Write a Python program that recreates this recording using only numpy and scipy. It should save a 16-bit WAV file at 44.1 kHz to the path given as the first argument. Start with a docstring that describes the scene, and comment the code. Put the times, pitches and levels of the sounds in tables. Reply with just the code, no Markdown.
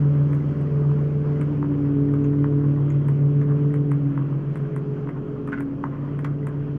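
"""Table tennis practice against a ball machine on a patio, beside the wall of a house.
From the start a lawn mower drones: its blade tone beats against the engine's harmonics, and its tones
fade and return by interference with their echo off the house. From 0.3 s the ball sets table and paddle
ringing and strays onto the concrete, amid soft scuffs and taps. Near 5.5 s it clatters on the metal
frame; the hardest stroke follows at 5.8 s, then one more clatter and a last bounce."""
import sys
import numpy as np
from scipy import signal
from scipy.fft import rfft, irfft
from scipy.io import wavfile
from scipy.ndimage import uniform_filter1d

SR = 44100
rng = np.random.default_rng(int(sys.argv[2]) if len(sys.argv) > 2 else 0)


def digitize_waveform(pressure):
    """Quantize a signal to 16-bit integers and store it at the path in sys.argv[1].

    Rows of a 2-D input are taken as channels; values are limited to [-1, 1].
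    """
    field = np.atleast_2d(pressure).T
    bounded = np.clip(field, -1, 1)
    quanta = np.round(bounded * 32767).astype(np.int16)
    wavfile.write(sys.argv[1], SR, quanta)


N = 298998
TIME, HIT_TIME = np.arange(N) / SR, np.arange(4096) / SR


# modes of the table top and of the ball's shell: (frequency [Hz], level [dB], t60 [s])
TOP_MODES = [(850, -3, .018), (1040, -1, .018), (1290, 0, .018), (1580, -9, .018), (1900, -7.5, .026),
             (2170, -9, .026), (2450, -13, .018), (3050, -12, .012)]
SHELL_MODES = [(7000, -10, .005), (7450, -9, .005), (8380, -3.5, .006), (8690, 0, .0075), (9800, -12, .006),
               (10520, -7, .007), (11050, -13, .006), (11700, -6.5, .006), (13000, -16, .005),
               (15350, -10, .005)]
# noise spectra of a blow, from dull to bright: (frequency [Hz], level [dB])
KNOCK_SPECTRUM = [(300, -22), (750, -3), (1250, 0), (2100, -4), (2700, -14), (3300, -22), (4200, -37),
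                  (7000, -43), (16000, -58)]
CRACK_SPECTRUM = [(500, -15), (1100, 0), (2300, -1), (3500, -16), (5000, -17), (7500, -20), (9500, -29),
                  (11500, -22), (13000, -34), (16000, -33)]
TICK_SPECTRUM = [(2500, -30), (5000, -9), (7500, -3), (9200, -3), (10600, 1), (11800, 0), (12800, -10),
                 (14200, -12), (15500, -4)]
# ball on the table: (time [s], knock level [dB], frequency favoured by the spot [Hz], ball level [dB],
# shell tilt [dB/octave], shell pitch [ratio], tick gain [dB], rasp gain [dB])
BOUNCES = [(0.331, -31, 1500, -61, 1, .975, 1, -8), (1.4125, -30.5, 1150, -55, 2, 1.0, 8, -22),
           (2.137, -30.5, 1100, -61.5, 6, .99, 7, -17), (3.084, -31, 1050, -53, -1, 1.01, 3, -19),
           (3.74, -28.5, 1380, -58, -9, .98, -5, -14), (3.916, -26.5, 800, -54, -3, 1.0, 7, -22),
           (4.556, -30.5, 1400, -58, -10, .98, -1, -16), (4.7625, -28.5, 900, -53, 0, 1.005, 4, -21),
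           (5.089, -31, 1200, -72, 0, 1.0, 6, -12), (5.4745, -31.5, 1300, -57.5, -2, .985, 1, -19),
           (5.6055, -27.5, 850, -51.5, 5, 1.015, 7, -23), (6.19, -30.5, 1800, -63, 5, .97, 6, -15),
           (6.469, -28, 800, -50, 0, 1.005, 2, -25)]

def bounces(spot_db_per_octave=7, siding_delay_s=.003, siding_spread_s=.026):
    """Impact excites the modes of top and ball; scattering off the siding smears the tick into a rasp."""
    out, size = np.zeros(N), round(siding_spread_s * SR)
    for s, db, spot_hz, ball_db, tilt_db, pitch, tick_db, rasp_db in BOUNCES:
        top = [(hz, level - spot_db_per_octave * abs(np.log2(hz / spot_hz)), t60)
               for hz, level, t60 in TOP_MODES]
        board = ring(top, rng.uniform(.97, 1.03), contact_s=.0009, spot_db=2)
        board += from_db(-7) * burst(KNOCK_SPECTRUM, t60=.05)
        ping = from_db(9.5) * ring(tilted(SHELL_MODES, tilt_db), pitch, contact_s=.0005, spot_db=4.5)
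        tick = burst(TICK_SPECTRUM, t60=.009)
        snap = from_db(db - 20) * burst(CRACK_SPECTRUM, t60=.015)
        add(out, s, from_db(db + 2) * radiated(board, low_hz=520))
        add(out, s, snap + from_db(ball_db) * (ping + from_db(tick_db) * tick))
        scatter = rng.standard_normal(size) * signal.windows.hann(size)
        rasp = signal.fftconvolve(ping + from_db(13) * tick, scatter)[:size]
        add(out, s + siding_delay_s, from_db(ball_db + rasp_db) * unit_rms(rasp))
    return out


# modes of the wooden paddle: (frequency [Hz], level [dB], t60 [s])
PADDLE_MODES = [(850, -3, .012), (1010, 0, .009), (1220, -1.5, .008), (1500, -8, .007), (1900, -15, .009),
                (2400, -27, .007), (3000, -28, .006)]
# ball on the paddle: (time [s], level [dB], pitch [ratio], tilt [dB/octave], wall echo gain [dB])
STROKES = [(0.914, -34, 0.92, 0, -20), (1.6265, -24.5, 1.03, 1, -8), (2.442, -24, 1.0, 8, -16),
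           (4.1755, -25, 1.08, 3, -14), (5.072, -31, 1.05, 2, -20), (5.8384, -16, 1.0, 1, -30)]

def strokes(cushion_s=.001, wall_delay_s=.0172):
    """Compliant rubber lengthens the contact, so the wood gives a round pock; the wall reflects it."""
    out = np.zeros(N)
    for s, db, pitch, tilt_db, echo_db in STROKES:
        wood = ring(tilted(PADDLE_MODES, tilt_db), pitch, contact_s=.0015, spot_db=1)
        add(wood, cushion_s, from_db(-31) * burst(CRACK_SPECTRUM, t60=.015))
        ping = from_db(-44) * ring(SHELL_MODES, pitch=.82, contact_s=.0005, spot_db=6.5)
        pock = from_db(db) * (radiated(wood, low_hz=560) + ping)
        add(out, s, pock)
        add(out, s + wall_delay_s, from_db(echo_db) * pock)
    return out


# modes of the metal frame: (frequency [Hz], level [dB], t60 [s])
FRAME_MODES = [(890, -8, .022), (1080, -7, .022), (1370, 0, .022), (1510, 4.5, .023), (1810, -11, .018),
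               (2030, -17, .016), (2190, -10, .02), (2910, -22, .02)]
# ball on frame and machine: (time [s], ring level [dB], knock level [dB], crack level [dB], pitch [ratio])
CLATTER = [(5.477, -33, -44, -66, .8), (5.486, -29, -39, -58, .82), (5.519, -30, -40, -54, 1.0),
           (5.5228, -25, -39, -56, 1.0), (5.5283, -19, -30, -54, 1.0), (5.535, -34, -32, -58, 1.0),
           (5.5415, -31, -38, -58, 0.98), (5.575, -27, -41, -62, .96), (5.583, -28.5, -42, -52, .95),
           (5.597, -33, -46, -66, 1.0), (6.2435, -38, -35, -50, .72), (6.246, -26, -28.5, -36.5, 0.76)]

def frame_clatter():
    """Impacts in quick succession excite the metal's modes anew, so it rings and rattles."""
    out = np.zeros(N)
    for s, ring_db, knock_db, crack_db, pitch in CLATTER:
        metal = from_db(ring_db) * ring(FRAME_MODES, pitch, contact_s=.001, spot_db=4)
        knock = from_db(knock_db) * radiated(burst(KNOCK_SPECTRUM, t60=.05), low_hz=850)
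        crack = from_db(crack_db) * burst(CRACK_SPECTRUM, t60=.032)
        add(out, s, metal + knock + crack)
    return out


# modes of the ball on concrete: (frequency [Hz], level [dB], t60 [s])
STRAY_MODES = [(6400, -4, 0.018), (7000, -3.5, .009), (8900, -12, 0.0054), (10940, -10.5, 0.0078)]
# stray balls: (time [s], ring level [dB], tap level [dB], pitch [ratio])
STRAYS = [(0.612, -57, -44, 1.24), (2.243, -48.5, -37, 1), (2.903, -44.5, -37, 1.04),
          (3.414, -56, -35, 0.95), (5.092, -70, -61, 1.25)]

def strays():
    """Impact on rigid concrete gives a tap and leaves the ball's shell in free vibration."""
    out = np.zeros(N)
    for s, ring_db, tap_db, pitch in STRAYS:
        tap = from_db(tap_db) * burst(KNOCK_SPECTRUM, t60=.058)
        add(out, s, tap + from_db(ring_db) * ring(STRAY_MODES, pitch, contact_s=.0004, spot_db=1))
    return out


# a sole on concrete: (frequency [Hz], level [dB])
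SOLE_SPECTRUM = [(400, -25), (750, -7), (1050, 0), (1450, -7), (2000, -19), (3200, -34), (4500, -50),
                 (10000, -70)]
# scuffs: (time [s], rms level [dB], duration [s])
SCUFFS = [(0.0, -52, 0.08), (0.27, -52, 0.06), (0.79, -54, 0.09), (1.68, -52, 0.08), (2.328, -50, 0.02),
          (2.51, -53, 0.04), (2.625, -52, 0.04), (2.675, -52, 0.02), (2.76, -52, 0.035),
          (3.465, -47.5, 0.083), (5.13, -51, 0.081), (5.885, -49.5, 0.11), (6.015, -50.5, 0.081)]
# modes of a dull tap: (frequency [Hz], level [dB], t60 [s])
TAP_MODES = [(860, -5, .018), (1060, 0, .022), (1400, -9, .012), (2100, -19, .01)]
# taps: (time [s], peak level [dB], pitch [ratio])
TAPS = [(0.836, -40, 1.1), (0.8505, -35, 1.03), (0.969, -39, 1.0), (0.977, -36, .95), (0.9855, -36, .94),
        (4.213, -36, 1.08), (4.221, -37, 1.05), (4.326, -36, .95)]

def footwork():
    """Soles, likely slippers, make friction noise as they drag and a damped tap as they land."""
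    out = np.zeros(N)
    for s, db, duration_s in SCUFFS:
        size = round(duration_s * SR)
        add(out, s, from_db(db) * unit_rms(noise(SOLE_SPECTRUM, size) * signal.windows.hann(size)))
    for s, db, pitch in TAPS:
        add(out, s, from_db(db) * ring(TAP_MODES, pitch, contact_s=.001, spot_db=3))
    return out


def jostles(per_s=7, base_db=-45, spread_db=4):
    """Random collisions of balls in the machine's feed give faint taps, the higher ones weaker."""
    out = np.zeros(N)
    for when, strength, spot in rng.random((round(per_s * TIME[-1]), 3)):
        tap = ring(TAP_MODES, 1 + spot, contact_s=.002, spot_db=6) * from_db(-6 * spot)
        add(out, when * TIME[-1], from_db(base_db + spread_db * strength) * tap)
    return out


# reflections from ground and house: (delay [s], level [dB])
ECHOES = [(.0034, -21), (0.0159, -15.5), (0.0189, -18.5), (0.0208, -21), (0.028, -26)]
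# decay between the walls: (frequency [Hz], t60 [s])
PATIO_DECAY = [(300, 0.15), (1100, 0.19), (2500, 0.087), (8000, 0.1), (15000, 0.063)]
# colour of the siding's reflection: (frequency [Hz], gain [dB])
WALL_COLOUR = [(500, -1), (800, 0), (1100, -2.5), (1500, 0), (2000, 2.5), (2600, 1.5), (3500, 1), (7000, 1),
               (8600, -3), (11000, 0), (15500, -4)]

def patio(x, tail_db=-12, build_s=.0066, size=16384):
    """Reverberation: a few distinct reflections and a short diffuse tail from siding and furniture."""
    hz, t, spectra = signal.stft(rng.standard_normal(size), SR, nperseg=256)
    spectra = spectra * from_db(-60 * t / at_hz(PATIO_DECAY, hz)[:, None]) * (1 - np.exp(-t / build_s))
    tail = signal.istft(spectra, SR, nperseg=256)[1]
    response = from_db(tail_db) * tail / np.linalg.norm(tail)
    for delay_s, db in ECHOES:
        response[round(delay_s * SR)] += from_db(db)
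    colour = from_db(at_hz(WALL_COLOUR, np.fft.rfftfreq(len(response), 1 / SR)))
    return x + signal.fftconvolve(x, irfft(rfft(response) * colour))[:N]


# engine speed, sagging in thick grass and recovering: (time [s], firing rate [Hz])
FIRING_RATE = [(0, 27.27), (.9, 27.4), (1.45, 27.7), (1.95, 26.93), (2.4, 27.27), (3.1, 27.08),
               (3.72, 27.57), (4.22, 26.45), (4.5, 27.13), (4.8, 26.63), (5.45, 26.68), (5.7, 26.35),
               (6.15, 27.28), (6.78, 27.25)]
# the mower comes a little nearer, then moves off: (time [s], gain [dB])
NEARNESS = [(0, 0), (2.2, 1), (3.6, -1.5), (4.4, -3), (6.78, -3.5)]

def mower():
    """One engine drives blades and exhaust, so all their tones rise and fall in proportion."""
    firings = np.cumsum(curve(FIRING_RATE)) / SR
    near_db = curve(NEARNESS)
    return mower_blades(firings, near_db) + mower_engine(firings, near_db) + mower_rush(near_db)


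# first three harmonics of the blade tone: (time [s], level [dB])
BLADE_FIRST = [(0, -21.5), (.25, -21), (.6, -23), (.9, -17), (2.5, -22.5), (3.15, -22.5), (4.6, -27),
               (5.5, -32.5), (6.3, -23.5), (6.78, -31)]
BLADE_SECOND = [(0, -38), (.9, -38), (1.6, -29), (2.4, -27.5), (3.9, -34), (4.15, -31.5), (4.55, -46.5),
                (5.0, -31.5), (5.4, -35), (5.68, -28), (5.95, -41), (6.78, -40)]
BLADE_THIRD = [(0, -39), (1.0, -39), (2.4, -37.5), (3.8, -39), (4.05, -46), (4.8, -40.5), (5.15, -43),
               (5.5, -38), (5.7, -46.5), (6.15, -49), (6.45, -44), (6.78, -46)]

def mower_blades(firings, near_db, passes_per_firing=5.266):
    """Blades chop the air periodically, radiating harmonics of the blade-passing frequency."""
    passes = passes_per_firing * firings
    hum = from_db(curve(BLADE_FIRST)) * partial(passes, waver=.18, rate_hz=3, fade_s=1.497, echo=.48)
    hum += from_db(curve(BLADE_SECOND)) * partial(2 * passes, waver=.22, rate_hz=11, fade_s=3.05, echo=.62)
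    hum += from_db(curve(BLADE_THIRD)) * partial(3 * passes, waver=.33, rate_hz=9, fade_s=3, echo=.58)
    return hum + from_db(near_db - 50.5 - 1.6 * TIME) * partial(4 * passes, waver=.42, rate_hz=5.5)


# exhaust boom: (frequency [multiple of firing rate], level [dB], time of one fade [s])
BOOM_ORDERS = [(5, -34.5, 1.5), (6, -37, 2.45)]
# other orders: (frequency [multiple of firing rate], level [dB], time of one fade [s], echo [ratio])
ENGINE_ORDERS = [(3, -46, 4.8, .55), (4.006, -41, 4.86, 0.5), (7.01, -52.5, 2.8, 0.2), (7.956, -45, 4, .3),
                 (9.04, -42.5, 4.1, 0.2), (9.95, -50, 4.9, 0.9), (10.903, -46, 4.2, 0.7),
                 (13.05, -50.5, 2.3, 0.3), (13.93, -44.5, 4.1, 0.3), (15.3, -54, 4.1, .55),
                 (15.92, -56.5, 4.1, .55), (17.45, -55, 3.5, 0.8), (19.17, -56.5, 2.9, .55),
                 (21.2, -62.5, 1.9, 0.8)]
# twelfth order, which swells twice: (time [s], level [dB])
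TWELFTH_ORDER = [(0, -50), (1.9, -47), (2.55, -38.5), (2.97, -38), (3.25, -50), (3.95, -49), (4.15, -38),
                 (4.38, -38), (4.55, -48), (6.78, -50)]

def mower_engine(firings, near_db):
    """Periodic firing radiates engine orders; the fifth and sixth flank the blade tone and beat with it."""
    boom = sum(from_db(db) * partial(k * firings, waver=.031, rate_hz=7.8, fade_s=s, echo=.53)
               for k, db, s in BOOM_ORDERS)
    orders = sum(from_db(db) * partial(k * firings, waver=.21, rate_hz=.48, fade_s=s, echo=echo)
                 for k, db, s, echo in ENGINE_ORDERS)
    shaft = from_db(-51) * partial(2 * firings, waver=.1, rate_hz=2)  # two crank turns per firing
    twelfth = from_db(curve(TWELFTH_ORDER)) * partial(12 * firings, waver=.11, rate_hz=3.7)
    return from_db(.1 * near_db) * boom + from_db(near_db) * orders + shaft + twelfth


# the echo's path off the house lengthens as the mower moves: (time [s], added path [m])
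ECHO_PATH = [(0, 0), (3, 1.84), (4.17, 2.64), (5.85, 3.43), (6.78, 3.8)]

def partial(cycles, waver, rate_hz, fade_s=0, echo=0, sound_m_per_s=343):
    """Two-path interference: a wavering tone dips at fade_s and at each wavelength of added echo path."""
    wavelength_m = sound_m_per_s * TIME[-1] / cycles[-1]
    path_m = curve(ECHO_PATH) - np.interp(fade_s, *np.transpose(ECHO_PATH))
    interference = 1 - echo * np.exp(-2j * np.pi * path_m / wavelength_m)
    tone = np.exp(2j * np.pi * (cycles + rng.random()))
    return np.sqrt(2) * (tone * interference * (1 + waver * drift(rate_hz))).real


# air under the mower's deck: (frequency [Hz], level [dB])
ROAR_SPECTRUM = [(15, -8), (45, -14), (80, -12), (115, -4), (150, 2), (210, 1.5), (300, -2), (400, -6.5),
                 (500, -9), (600, -12.5), (740, -19), (1100, -44), (3000, -75.5)]
HISS_SPECTRUM = [(300, -23), (650, -12), (850, -1), (1100, 1), (1450, -3), (1800, -10), (2400, -14),
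                 (3200, -17.5), (3700, -30), (4700, -31.5), (6600, -34.5), (8000, -46), (13000, -44.5),
                 (15500, -45.5)]

def mower_rush(near_db, fall_db_per_s=.53, flutter_db=.87):
    """Turbulence radiates broadband noise: a low roar that follows nearness, and a slowly sinking hiss."""
    roar = from_db(-35.5 + .42 * near_db) * noise(ROAR_SPECTRUM, N)
    hiss = patchy(noise(HISS_SPECTRUM, N), depth_db=1.4)
    hiss_db = -48.5 - fall_db_per_s * TIME + flutter_db * drift(4.5).real
    return roar + from_db(hiss_db) * hiss


# faint high rustle: (frequency [Hz], level [dB])
LEAF_SPECTRUM = [(2500, -31), (4400, 2), (6600, -3.5), (8200, -18), (16000, -15.5)]

def leaves(start_db=-73.5, fall_db_per_s=3.5):
    """A rustle, likely of leaves: unevenly modulated noise in exponential decay."""
    return from_db(start_db - fall_db_per_s * TIME) * patchy(noise(LEAF_SPECTRUM, N), depth_db=1.8)


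def ring(modes, pitch, contact_s, spot_db):
    """Superposed damped modes build up over contact_s, each within a random +-spot_db; peak 1."""
    hz, db, t60 = np.transpose(modes)[:, :, None]
    sign = np.cos(np.pi * np.arange(len(modes)))[:, None]  # neighbouring modes swing against each other
    share_db = spot_db * rng.uniform(-1, 1, hz.shape)
    decay = from_db(db + share_db - 60 * HIT_TIME / t60)
    y = (sign * decay * np.sin(2 * np.pi * hz * pitch * HIT_TIME)).sum(0)
    y *= 1 - np.exp(-(HIT_TIME / contact_s) ** 2)
    return y / abs(y).max()


def tilted(modes, db_per_octave):
    """Spectral tilt about the lowest mode: a harder contact favours the high modes."""
    return [(hz, db + db_per_octave * np.log2(hz / modes[0][0]), t60) for hz, db, t60 in modes]


def burst(spectrum, t60, rise_s=.00024):
    """Densely overlapping modes decay together as noise; peak 1."""
    y = noise(spectrum, len(HIT_TIME)) * from_db(-60 * HIT_TIME / t60) * (1 - np.exp(-HIT_TIME / rise_s))
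    return y / abs(y).max()


def radiated(x, low_hz):
    """A patch small against the wavelength radiates little bass; peak 1."""
    y = signal.sosfilt(signal.butter(3, low_hz, "high", fs=SR, output="sos"), x)
    return y / abs(y).max()


def noise(spectrum, size):
    """White noise filtered to the given spectrum; rms 1."""
    colour = from_db(at_hz(spectrum, np.fft.rfftfreq(size, 1 / SR)))
    return unit_rms(irfft(rfft(rng.standard_normal(size)) * colour, size))


def patchy(x, depth_db, size=12):
    """Random amplitude modulation: each band swells and sinks on its own; rms 1."""
    spectra = signal.stft(x, nperseg=512)[2]
    patches = uniform_filter1d(rng.standard_normal(spectra.shape), size, axis=0)
    patches = unit_rms(uniform_filter1d(patches, size, axis=1))
    return unit_rms(signal.istft(spectra * from_db(depth_db * patches), nperseg=512)[1][:len(x)])


def drift(rate_hz, count=1024):
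    """Complex Gaussian noise, band-limited to about rate_hz; rms 1."""
    hz = np.fft.fftfreq(count, TIME[-1] / count)
    white = rng.standard_normal(count) + 1j * rng.standard_normal(count)
    slow = np.fft.ifft(white * np.exp(-(hz / rate_hz) ** 2))
    return np.interp(TIME, np.linspace(0, TIME[-1], count), unit_rms(slow))


def from_db(db):
    """Decibels to amplitude ratio."""
    return 10 ** (np.asarray(db) / 20)


def unit_rms(x):
    """Normalises to rms 1."""
    return x / np.sqrt(np.mean(abs(x) ** 2) + 1e-20)


def curve(points):
    """Linear interpolation in time."""
    return np.interp(TIME, *np.transpose(points))


def at_hz(points, hz):
    """Interpolation on a log-frequency axis."""
    f, value = np.transpose(points)
    return np.interp(np.log(hz + 1), np.log(f + 1), value)


def add(mix, s, sound):
    """Superposes a sound at time s."""
    part = mix[round(s * SR):][:len(sound)]
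    part += sound[:len(part)]


def scene():
    """Superposition of the play, reverberating near the house, and the mower and rustle further off."""
    play = patio(bounces() + strokes() + strays() + frame_clatter() + footwork() + jostles())
    return (play + mower() + leaves())[None]


def record(dry, fade_s=.004, cutoff_hz=15850):
    """Raised-cosine fades at both ends, then a low-pass band limit."""
    ends = np.sin(np.pi / 2 * np.clip(np.minimum(TIME, TIME[-1] - TIME) / fade_s, 0, 1)) ** 2
    lowpass = signal.firwin(511, cutoff_hz, window=("kaiser", 9), fs=SR)
    return signal.oaconvolve(dry * ends, lowpass[None], "same")


dry = scene()
out = record(dry)
digitize_waveform(out)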